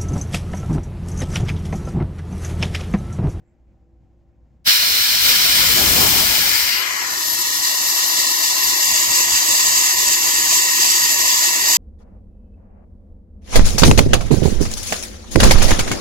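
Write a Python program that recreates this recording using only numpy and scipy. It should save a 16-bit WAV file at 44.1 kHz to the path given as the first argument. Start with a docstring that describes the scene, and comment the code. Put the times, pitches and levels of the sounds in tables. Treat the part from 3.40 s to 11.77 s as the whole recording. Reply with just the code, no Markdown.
"""Workshop: a valve on a compressed-air line is opened slowly, close to a two-port microphone.
The narrow gap first makes a bright jet of filtered noise, whose draught buffets the ports; it sinks and dies.
Then the full flow rings hose and coupler as noise bands, throbbing a little over a broad rush and spray.
A thin sine whistles from an edge; low ventilation rumble and hum lie behind, softer once the air is on."""
import sys
import numpy as np
from scipy import signal
from scipy.fft import rfft, irfft, next_fast_len
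from scipy.io import wavfile
from scipy.ndimage import uniform_filter1d

SR = 44100
rng = np.random.default_rng(int(sys.argv[2]) if len(sys.argv) > 2 else 0)


def master_out(mix):
    """Clip the mix to full scale and print it as 16-bit PCM to the path in sys.argv[1]."""
    frames = np.transpose(np.atleast_2d(mix))
    ceiling = np.clip(frames, -1, 1)
    pcm = np.round(ceiling * 32767).astype(np.int16)
    wavfile.write(sys.argv[1], SR, pcm)


N = 369116
SIZE = next_fast_len(N + 4096, True)
HZ, TIME = np.fft.rfftfreq(SIZE, 1 / SR), np.arange(N) / SR
PORT_LAG_S = 0.000416  # the left port is further from the air line
PORT_PHASE = -2 * np.pi * HZ * PORT_LAG_S  # phase by which left leads (rad)

# the valve opens in nudges, each of which overshoots, then settles: (time [s], rise [s], lasting step [dB],
# overshoot of the roar [dB], overshoot of the fizz [dB], settling time [s])
NUDGES = [(1.24, 0.034, 28, 6, 2.5, 0.066), (1.81, 0.051, 2, 0.5, 2, 0.046)]


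def valve_jet(walls):
    """The roar slides down as the jet slows; shock cells fizz only while the gap is narrow."""
    # mixing roar of the jet: (frequency [Hz], left [dB], right [dB]), relative
    roar_spectrum = [(60, -53, -19), (664, -15, -10.5), (1160, -7.5, -12), (1500, -0.5, -3.5),
                     (1950, -0.5, -6), (2894, -0.5, 0.5), (3800, 1.5, 4.5), (4180, -1, 0), (5720, -4.5, -4),
                     (6310, -10.5, -10), (7400, -16, -41), (11100, -10.5, -8.5), (16100, -36.5, -35)]
    # shock fizz of the jet: (frequency [Hz], left [dB], right [dB]), relative
    fizz_spectrum = [(3000, -31, -44), (5800, -3, -8), (7200, 1, -1.5), (8500, -1, -5), (10220, -0.5, -6),
                     (10900, -5, -17), (11900, 0, -6.5), (13700, -0.5, -3.5), (14620, 5, -8),
                     (15970, -0.5, -9)]
    # peaks and dips of the valve body: (frequency [Hz], width [Hz], left [dB], right [dB])
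    valve_body = [(2130, 350, 5, 4), (2950, 130, 6.5, -1), (3820, 140, 0, 2), (4130, 240, 6, 7),
                  (4500, 240, 2.5, 5.5), (4820, 200, 6, 7), (5080, 120, -3, -1), (5380, 470, 8, 8),
                  (5880, 144, 5.5, -3), (5950, 120, 1.5, -10), (6850, 158, -6, -12.5), (6930, 277, 1, 5),
                  (9350, 550, -1, -12.5)]
    # slowing and sideways swing of the jet: (time [s], speed [factor on pitch], left minus right [dB])
    jet_path = [(1.3, 1.006, -1.5), (1.8, 0.98, -0.5), (2.5, 0.93, 0), (3.15, 0.95, 2), (3.33, 0.99, 2),
                (3.45, 0.74, 6.5), (3.6, 0.49, 7), (3.9, 0.23, -1)]
    gone_s = 3.89  # the valve is wide open

    roar_db, fizz_db = jet_levels()
    _, left_db = curves(jet_path)
    body = bumps(valve_body)

    # the roar's spectrum shrinks in frequency with the speed
    source = turbulence(body, PORT_PHASE, walls, loose_db=-1.0)
    hz, s, z = signal.stft(source, SR, nperseg=512)
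    speed = np.interp(s, *np.transpose(jet_path)[:2])
    z = z * colour(roar_spectrum, hz[:, None] / speed) / np.sqrt(speed)
    roar = evened(signal.istft(z, SR, nperseg=512)[1][:, :N])
    roar = roar * amp(roar_db + np.outer([.5, -.5], left_db) - 0.17)

    fizz = turbulence(colour(fizz_spectrum) * body, PORT_PHASE, amp(3.0) * walls, loose_db=20.0)
    fizz = fizz * amp(fizz_db + 3.5)
    return (roar + fizz) * fade(1.243, 1.263) * fade(gone_s, 3.42) * amp(0.5 * wander(30))


def jet_levels():
    """Levels of roar and fizz in dB: each nudge of the valve lifts both, with an overshoot that dies away."""
    # the jet apart from the nudges: (time [s], roar [dB], shock fizz [dB]), before the trims in valve_jet
    levels = np.array(curves([(1.6, -19.5, -22.5), (2.03, -18.5, -22), (2.3, -19.5, -20.5),
                              (2.63, -21, -19.5), (3.04, -21.5, -22.5), (3.2, -22, -23.5),
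                              (3.33, -22.5, -28.5), (3.56, -27.5, -50), (3.7, -25.5, -41.5)]))
    hold_s = 0.024  # an overshoot holds this long before it settles
    for s, rise, step_db, roar_db, fizz_db, settle in NUDGES:
        opened = fade(s, s + rise)
        overshoot = opened * np.exp(-np.maximum(TIME - s - rise - hold_s, 0) / settle)
        levels = levels + step_db * (opened - 1) + np.outer([roar_db, fizz_db], overshoot)
    return levels


def chamber(jet):
    """The colour of the valve's chamber takes over as the gap widens."""
    # peaks and dips of the chamber: (frequency [Hz], width [Hz], left [dB], right [dB])
    cavity = [(2050, 370, 3.5, 2.5), (2480, 310, -1, 3), (3420, 840, -3, -5), (4820, 130, 6, -6)]
    return jet + (filtered(jet, bumps(cavity)) - jet) * fade(2.85, 3.2)


def valve_pops():
    """As the valve unseats, each pop is a brief push of air and its rebound."""
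    # pressure pops: (time [s], approximate peak [dB], time scale [s])
    pops = [(1.265, -32.5, 0.00034), (1.276, -28.5, 0.00061)]
    out = np.zeros(N)
    for s, db, length in pops:
        u = np.maximum(TIME - s, 0) / length
        out += amp(db) * 2 * u * (2 - u) * np.exp(-u)
    return out


def gap_ring(walls):
    """The first burst rings the narrow gap, which sings on more softly until the valve is nudged wider."""
    # ring of the barely open gap: (frequency [Hz], width [Hz], left [dB], right [dB], left's phase lead [rad]),
    # before the burst's level
    gap_mode = (4190, 140, -18.5, -16.5, 0.8)
    opens, rise = NUDGES[0][:2]
    settle_s = .06
    burst = np.exp(-np.maximum(TIME - opens - 0.07, 0) / settle_s)
    level_db = -7 * (1.5 - burst)  # sinks by 7 dB after the burst
    starts = fade(opens + rise / 2, opens + 2 * rise)
    ends = fade(1.9, NUDGES[1][0])
    return ring(gap_mode, walls) * amp(level_db) * starts * ends


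def jet_notes(walls):
    """As the jet slows it catches one resonance of the valve after another, and the pitch finally sags."""
    # brief notes of the dying jet: (time [s], length [s], frequency [Hz], width [Hz], left [dB], right [dB],
    # left's phase lead [rad])
    notes = [(3.14, .14, 2170, 130, -31, -35, -0.53), (3.34, 0.12, 2825, 110, -26, -29, -.4),
             (3.57, 0.21, 2160, 160, -33, -37, -.6)]
    sag_from_s, sag_per_s = 3.45, .45  # share of the pitch lost each second
    pitch = np.clip(1 - sag_per_s * (TIME - sag_from_s), .5, 1)
    return sum(swell(s, length) * glide(ring(mode, walls), pitch) for s, length, *mode in notes)


def pipe_flow(walls):
    """The flow rings hose and coupler over a broad rush; the coupler throbs most, the hose follows gently."""
    # the hose fills and its modes settle: (time [s], drive [dB], pitch [factor])
    hose_drive = [(2.7, -9, 0.992), (3.05, -3, 0.85), (3.45, -3.5, 1.079), (3.7, -1, 0.96),
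                  (4.0, -0.5, 0.9944), (4.6, 2, 1.0), (5.5, 3, 1), (8.3, 4, 0.99)]
    # modes of the hose: (frequency [Hz], width [Hz], left [dB], right [dB], left's phase lead [rad]), before drive
    hose_modes = [(356, 107, -45.5, -44, -0.2), (650, 220, -45, -43.5, -1), (1000, 217, -35, -37.5, -0.9),
                  (1894, 123, -31.5, -39, 3), (1990, 382, -32, -38, 2), (2732, 150, -33.5, -33, 1.7)]
    # modes of the coupler: (frequency [Hz], width [Hz], left [dB], right [dB], left's phase lead [rad],
    # step at the flip [dB]), before the flow's level
    coupler_modes = [(3495, 260, -34, -28.5, 4.5, -2), (4140, 300, -31.5, -26.5, 1, -5),
                     (4770, 130, -26, -27.5, 0.56, 1.5), (5520, 380, -23.5, -25, 4.5, -1),
                     (6371, 170, -26.5, -31.5, 2, 2.5), (6680, 200, -27, -30, 1.3, 4),
                     (7030, 240, -28.5, -26.5, 1.3, 2.5), (7290, 255, -29, -35, 1.7, 0),
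                     (7724, 320, -29.5, -24, 0.94, 3), (8430, 230, -32, -37, -1.55, 1.5)]
    # rush in the line: (frequency [Hz], left [dB], right [dB]), relative
    rush_spectrum = [(60, -44, -34), (170, -19, -42), (306, -10, -10), (734, -14, -9), (1313, 0, -3.5),
                     (1630, -4, -4), (2510, 4.5, -5.5), (3180, 5.5, 7), (4300, 4, 4), (6000, 6.5, 4),
                     (7600, 1, -23), (9000, -14, -20), (16000, -35.5, -30)]
    # outlet spray: (frequency [Hz], left [dB], right [dB]), relative
    spray_spectrum = [(5002, -33, -34), (7948, 0, -3), (9330, 4, -5), (10350, 4, 2), (10930, 6.5, 6),
                      (11800, 6, 5), (11800, -0.5, -0.5), (13500, 5.5, 1), (14600, 3, -6),
                      (15200, 5.5, -11), (15900, -1.5, -10)]
    # peaks and dips of the line: (frequency [Hz], width [Hz], left [dB], right [dB])
    hollows = [(468, 29, -4, -14), (1210, 100, 3.5, -5), (1610, 61, 0, 2.5), (2475, 120, -10, 5.5),
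               (3170, 200, -1.5, -2), (5040, 71, 3, 0), (6740, 100, -4.5, 3), (7200, 127, -7, 1),
               (8160, 140, -11, -8)]
    onset_s = 2.2  # air begins to rush in the line

    fill_db, throb_db = flow_strength()
    flow_db = fill_db + throb_db

    drive_db, pitch = curves(hose_drive)
    hose = glide(sum(ring(mode, walls) for mode in hose_modes), pitch)
    hose = hose * fade(2.86, 2.91) * amp(drive_db + 0.16 * throb_db)

    coupler = sum(ring(mode, walls) * amp(flow_db + step_db * flipped()) for *mode, step_db in coupler_modes)

    rush = turbulence(colour(rush_spectrum), PORT_PHASE, amp(-3.0) * walls, loose_db=-4)
    rush = rush * amp(-24.5 + 0.63 * flow_db)

    spray = turbulence(colour(spray_spectrum), PORT_PHASE, amp(2) * walls, loose_db=0.0)
    spray = spray * amp(-25 + 0.72 * flow_db - 7.2 * fade(3.88, 3.62))  # softer at first

    flutter = wander(31.0)  # the jet flaps at the outlet
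    pipe = (hose + fade(onset_s, 4.26) * (coupler + rush)) * amp(0.39 * flutter)
    return filtered(pipe + fade(3.4, 3.46) * spray * amp(.5 * flutter), bumps(hollows))


def flow_strength():
    """The slow build-up of the flow towards full strength and its throbbing, both in dB."""
    # surges and falters of the flow: (time [s], length [s], change [dB])
    throbs = [(3.87, 0.17, 1.5), (4.074, 0.067, -0.5), (4.21, 0.033, -5), (4.248, 0.18, 1.5),
              (4.339, 0.035, -2), (4.538, 0.046, -3), (4.724, 0.095, -2), (4.804, 0.16, 1.5),
              (4.961, 0.12, -1.5), (5.155, 0.12, -1), (5.29, 0.084, 1), (5.365, 0.064, -2),
              (5.56, .18, -0.2), (5.69, .08, -2), (5.775, .08, 1), (5.87, .09, -2.5), (5.947, 0.053, -0.8),
              (6.023, 0.056, -2.2), (6.354, 0.062, 0.5), (6.553, 0.047, -3.5), (6.693, 0.11, -0.5),
              (6.786, 0.053, -3), (6.97, 0.24, -2), (7.154, 0.09, 2), (7.28, 0.2, -2), (7.417, 0.036, 1.5),
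              (7.497, 0.031, 1.5), (7.758, 0.048, -1.5), (8.016, 0.14, 1.4), (8.17, 0.15, -3.5)]
    fill_start_s, fill_s = 3.35, 0.95  # start, time constant
    empty_db, filled_db = -8, 1.23
    fill_db = filled_db + (empty_db - filled_db) * np.exp(-np.maximum(TIME - fill_start_s, 0) / fill_s)
    throb_db = 0.72 * wander(10) + sum(db * swell(s, length) for s, length, db in throbs)
    return fill_db, throb_db


def flipped():
    """Goes from 0 to 1 as the flow in the coupler flips to a sharper state."""
    flip_at_s, flip_s = 5.4, 0.041
    return fade(flip_at_s, flip_at_s + flip_s)


def whistle():
    """Vortices shed from an edge in the coupler: a thin tone that wavers a little in pitch and strength."""
    # the whistle locks in on the left, then spreads to both ports: (time [s], left [dB], right [dB])
    whistle_levels = [(2.85, -48, -55), (3.15, -34, -44), (3.68, -31, -57), (3.8, -25, -47),
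                      (4.15, -28.5, -50), (5.0, -23.5, -53), (5.5, -24.5, -37), (5.85, -31.5, -28),
                      (6.3, -32.5, -27.5), (8.3, -34, -27.5)]
    whistle_hz, flicker_db = 11463, 3.6
    phase = 2 * np.pi * np.cumsum(whistle_hz + 8 * wander(46)) / SR
    ports = []
    for side_db, lead in zip(curves(whistle_levels), [1.0, 0]):
        flickering = amp(side_db + flicker_db * wander(12))  # each port flickers by itself
        ports.append(flickering * np.sin(phase + lead))
    return np.sqrt(2) * np.array(ports) * fade(2.8, 2.9)


def draught():
    """Eddies hit the ports in lumps, the left one harder; small, brighter eddies grow with a strong draught."""
    # spectrum of the buffeting: (frequency [Hz], density [dB per Hz]), relative
    buffet = colour([(12, -35), (20, -14), (70, 4), (130, -2.5), (243, -4.5), (358, -4.5), (430, -8),
                     (688, -5), (1100, -12), (1430, -18.5), (2420, -120)])
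    level_db = draught_level()
    large = turbulence(buffet / (1 + (HZ / 150) ** 2), phase=0, walls=0, loose_db=-9.5)
    large = large * amp(2.2 * wander(13) - 7.5)
    small = turbulence(buffet * HZ / (HZ + 150), phase=0, walls=0, loose_db=2)
    small = small * amp(0.21 * (level_db + 35.0) - 0.14 + 0.49 * wander(26))
    return (large + small) * amp(level_db + np.array([[2.5], [-2.5]])) * fade(1.255, 1.275)


def draught_level():
    """Level in dB of the jet's passing sweep, the single gusts and a light draught that comes and goes."""
    # single gusts on the microphone: (time [s], length [s], level [dB]), before the split between the ports
    gust_list = [(1.283, 0.04, -50), (1.41, 0.098, -51), (1.59, 0.3, -58), (1.915, 0.061, -47),
                 (2.216, 0.08, -38.5), (2.426, 0.073, -42), (2.635, 0.049, -39), (2.797, 0.089, -43),
                 (3, 0.036, -43), (4.821, 0.05, -57), (5.28, 0.053, -53), (5.494, 0.074, -46),
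                 (5.703, 0.043, -45), (5.906, 0.079, -45), (6.118, 0.057, -42), (6.3, .06, -49),
                 (6.58, .04, -54), (6.684, 0.053, -48), (7.138, 0.042, -51), (7.407, .05, -50),
                 (7.64, 0.052, -50), (7.803, 0.072, -48)]
    sweep_at_s, sweep_db = 2.624, -26.5  # peak of the sweep over the microphone
    rise, fall = 20.3, 31  # dB per s
    calm_db, stirred_db, lumps_db = -50.5, -47.5, 3  # light draught before and after the flip, its swing

    sweep = amp(sweep_db - np.maximum(rise * (sweep_at_s - TIME), fall * (TIME - sweep_at_s)))
    gusts = sum(amp(db) * swell(s, length) for s, length, db in gust_list)
    lumps = lumps_db * np.tanh(2 * wander(8.8))
    light = amp(calm_db + (stirred_db - calm_db) * flipped() + lumps)
    return 20 * np.log10(sweep + gusts + light)


def hollowed(air):
    """Valleys slide down and deepen in patches; the right port's middle is shaded and the bass has lulls."""
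    # valleys between the modes: (frequency [Hz], width [Hz], depth before the patches [dB], opens at [s],
    # opening time [s])
    valleys = [(593, 256, -5, 1.28, 0.033), (1430, 255, -12.5, 4, 1.1), (2550, 134, -10, 3.4, 0.25),
               (3285, 290, -9.5, 3.4, 0.11), (5010, 77, -5, 3.6, 2.0)]
    # middle range of the right port: (time [s], level [dB])
    shade = [(3.4, -3), (3.9, -8), (4.9, -8), (5.3, -5), (5.55, 1.5)]
    # brief losses of bass: (time [s], length [s], depth [dB])
    lulls = [(1.35, 0.057, 10), (1.68, 0.045, 13), (2.967, .06, 3), (3.328, 0.072, 9), (3.436, 0.045, 13),
             (3.58, 0.066, 17), (3.826, .04, 11), (4.353, 0.072, 19), (4.58, 0.07, 19), (4.7, 0.078, 15),
             (5.011, 0.085, 22), (5.177, 0.055, 12), (5.412, 0.068, 27), (5.76, 0.037, 10),
             (6.03, 0.055, 21), (6.183, .045, 20), (6.505, .07, 21), (7.22, .05, 13), (7.32, 0.05, 10),
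             (7.52, 0.077, 8), (8.03, 0.059, 16)]
    patch_hz, patch_s, uneven = 95, .045, 2  # size of the patches, spread of their depth
    slide_from_s, sharp, settle_s = 3.6, 0.09, 0.31  # until then the valleys lie higher by this share
    shade_hz, shade_width_hz, lull_below_hz = 2254, 1300, 170

    hz, s, z = signal.stft(air, SR, nperseg=1024, noverlap=768)
    patch_rows, patch_columns = round(max(patch_hz / hz[1], 1)), round(max(patch_s / s[1], 1))
    patches = uniform_filter1d(rng.standard_normal(z.shape[1:]), patch_rows, axis=0)
    patches = uniform_filter1d(patches, patch_columns, axis=1)
    depth = np.maximum(1 + uneven * patches / patches.std(), 0) ** 2 / 2

    pitch = 1 + sharp * np.exp(-np.maximum(s - slide_from_s, 0) / settle_s)
    hz = hz[:, None]
    valleys_db = 0
    for centre, width, db, opens, takes in valleys:
        opened = np.clip((s - opens) / takes, 0, 1)
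        valleys_db = valleys_db + db * opened * np.exp(-2 * ((hz / pitch - centre) / width) ** 2)

    lulls_db = np.interp(s, TIME, sum(db * swell(at, length) for at, length, db in lulls))
    lulls_db = lulls_db / (1 + (hz / lull_below_hz) ** 4)
    shade_db = np.interp(s, *np.transpose(shade)) * np.exp(-2 * ((hz - shade_hz) / shade_width_hz) ** 2)
    z = z * amp(depth * valleys_db - lulls_db) * amp([np.zeros_like(shade_db), shade_db])
    return signal.istft(z, SR, nperseg=1024, noverlap=768)[1][:, :N]


def rustles():
    """Soft brushes of a hand on the gear before the valve opens: swells of band-shaped noise."""
    # faint rustles of handling: (time [s], length [s], level [dB], centre [Hz], width [Hz])
    brushes = [(.09, .08, -84, 7500, 900), (.1, .14, -80, 1900, 900), (.305, .06, -81.5, 2200, 1100),
               (.93, .07, -84, 1900, 1200)]
    out = 0
    for s, length, db, hz, width in brushes:
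        band = np.exp(-2 * ((HZ - hz) / width) ** 2)
        out = out + amp(db) * swell(s, length) * turbulence(band, phase=0, walls=0, loose_db=2.0)
    return out


def workshop():
    """Low ventilation rumble, mostly alike at both ports, swells and sinks over a wavering machine hum."""
    # ventilation in the workshop air: (frequency [Hz], density [dB per Hz]), relative
    ventilation = [(20, -10), (45, -2), (70, -2), (130, -4.5), (300, -14), (430, -24), (600, -22),
                   (850, -28), (1150, -36), (2200, -40), (3500, -48), (7500, -50), (10000, -64),
                   (15000, -60)]
    # partials of the machine hum: (frequency [Hz], level [dB]), before a 1 dB cut and the wavering
    partials = [(59.6, -57), (339, -70), (501, -79), (548, -81), (625, -86), (764, -81), (791, -86),
                (1066, -92)]
    rumble = turbulence(colour(ventilation) * amp([[.6], [-.6]]), phase=0, walls=0, loose_db=-6.0)
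    rumble = evened(rumble * amp(1.1 * wander(8.1)))
    hum = 0
    for hz, db in partials:
        level = amp(db - 1.0 + 3.3 * wander(6.7))
        phase = 2 * np.pi * np.cumsum(hz * (1 + .016 * wander(12))) / SR
        hum = hum + level * np.sqrt(2) * np.sin(phase)
    return amp(-57) * rumble + hum


def room(t60):
    """Response of the workshop's reflections at each port: decaying noise of energy 1."""
    t = np.arange(SR // 2) / SR
    tail = rng.standard_normal((2, len(t))) * amp(-60 * t / t60)
    return rfft(tail / np.linalg.norm(tail, axis=1, keepdims=True), SIZE)


def turbulence(gain, phase, walls, loose_db):
    """Noise heard directly, left leading by the phase, off the walls, and from loose eddies at each port."""
    lead = np.exp(.5j * np.atleast_1d(phase))
    heard = noise() * (np.array([lead, lead.conj()]) + walls)
    heard = heard + amp(loose_db) * noise(channels=2)
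    return evened(irfft(heard * gain, SIZE)[:, :N])


def ring(mode, walls):
    """Turbulence rings one mode: a narrow band of noise at its own level in each port."""
    hz, width, left_db, right_db, phase = mode
    resonance = 1 / (1 + ((HZ - hz) / (0.67 * width)) ** 2)
    band = turbulence(resonance, phase, amp(-5.5) * walls, loose_db=-6.5)
    return band / band.std(1, keepdims=True) * amp([[left_db], [right_db]])


def noise(channels=1):
    """Spectrum of white noise: one source, or one for each port."""
    return rng.standard_normal((channels, 2 * len(HZ))).view(complex)


def wander(hz):
    """Slow chance of rms 1, up to about the given rate."""
    s = TIME[::64]
    smoothing = 1 + (np.fft.rfftfreq(len(s), s[1]) / hz) ** 2
    slow = irfft(rfft(rng.standard_normal(len(s))) / smoothing, len(s))
    return np.interp(TIME, s, slow / slow.std())


def glide(x, pitch):
    """Moves all frequencies of a sound by a factor that changes in time, by varying the reading speed."""
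    place = np.cumsum(pitch) % N
    return np.array([np.interp(place, np.arange(N), side) for side in x])


def filtered(x, gain):
    """A sound through a fixed frequency response."""
    return irfft(rfft(x, SIZE) * gain, SIZE)[:, :N]


def colour(table, hz=HZ):
    """Gain of each column of a spectrum table, joined on a log-frequency axis."""
    f, *columns = np.transpose(table)
    return amp([np.interp(np.log(hz + 1), np.log(f + 1), c) for c in columns])


def bumps(table):
    """Left and right gain of a set of bell-shaped peaks and dips."""
    gain_db = 0
    for hz, width, left, right in table:
        gain_db = gain_db + np.outer([left, right], np.exp(-2 * ((HZ - hz) / width) ** 2))
    return amp(gain_db)


def curves(rows):
    """Each column of a curve table at every sample."""
    s, *columns = np.transpose(rows)
    return [np.interp(TIME, s, c) for c in columns]


def fade(start, end):
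    """Goes from 0 at start to 1 at end; with the end earlier than the start it fades out."""
    return np.clip((TIME - start) / (end - start), 0, 1)


def swell(s, length):
    """A smooth bump of height 1 around a moment."""
    return np.exp(-np.pi * ((TIME - s) / length) ** 2)


def amp(db):
    """Decibels to gain."""
    return 10 ** (np.asarray(db) / 20)


def evened(x):
    """Scales a sound so that the mean of its channels has rms 1."""
    return x / (np.atleast_2d(x).mean(0).std() + 1e-20)


def scene():
    """The air line in its room, whose rumble and hum sink by 22 dB as the air comes on."""
    walls = room(t60=0.095)
    air = valve_pops() + gap_ring(walls) + jet_notes(walls) + chamber(valve_jet(walls))
    air = air + pipe_flow(walls) + whistle() + draught()
    return hollowed(air) + rustles() + workshop() * amp(-22 * fade(1.26, 1.35))


def record(dry):
    """The colour of the microphone ports, then the band limit."""
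    # dips in the response of the ports: (frequency [Hz], width [Hz], left [dB], right [dB])
    port_dips = [(7990, 262, -12, -4.5), (9320, 810, -3.5, -19), (10717, 250, -1.5, -10),
                 (11160, 370, -2, -8)]
    edge_hz = 15800
    heard = filtered(dry, bumps(port_dips))
    low_pass = signal.firwin(1023, edge_hz, window=("kaiser", 8), fs=SR)
    return signal.oaconvolve(heard, low_pass[None], "same")


dry = scene()
out = record(dry)
master_out(out)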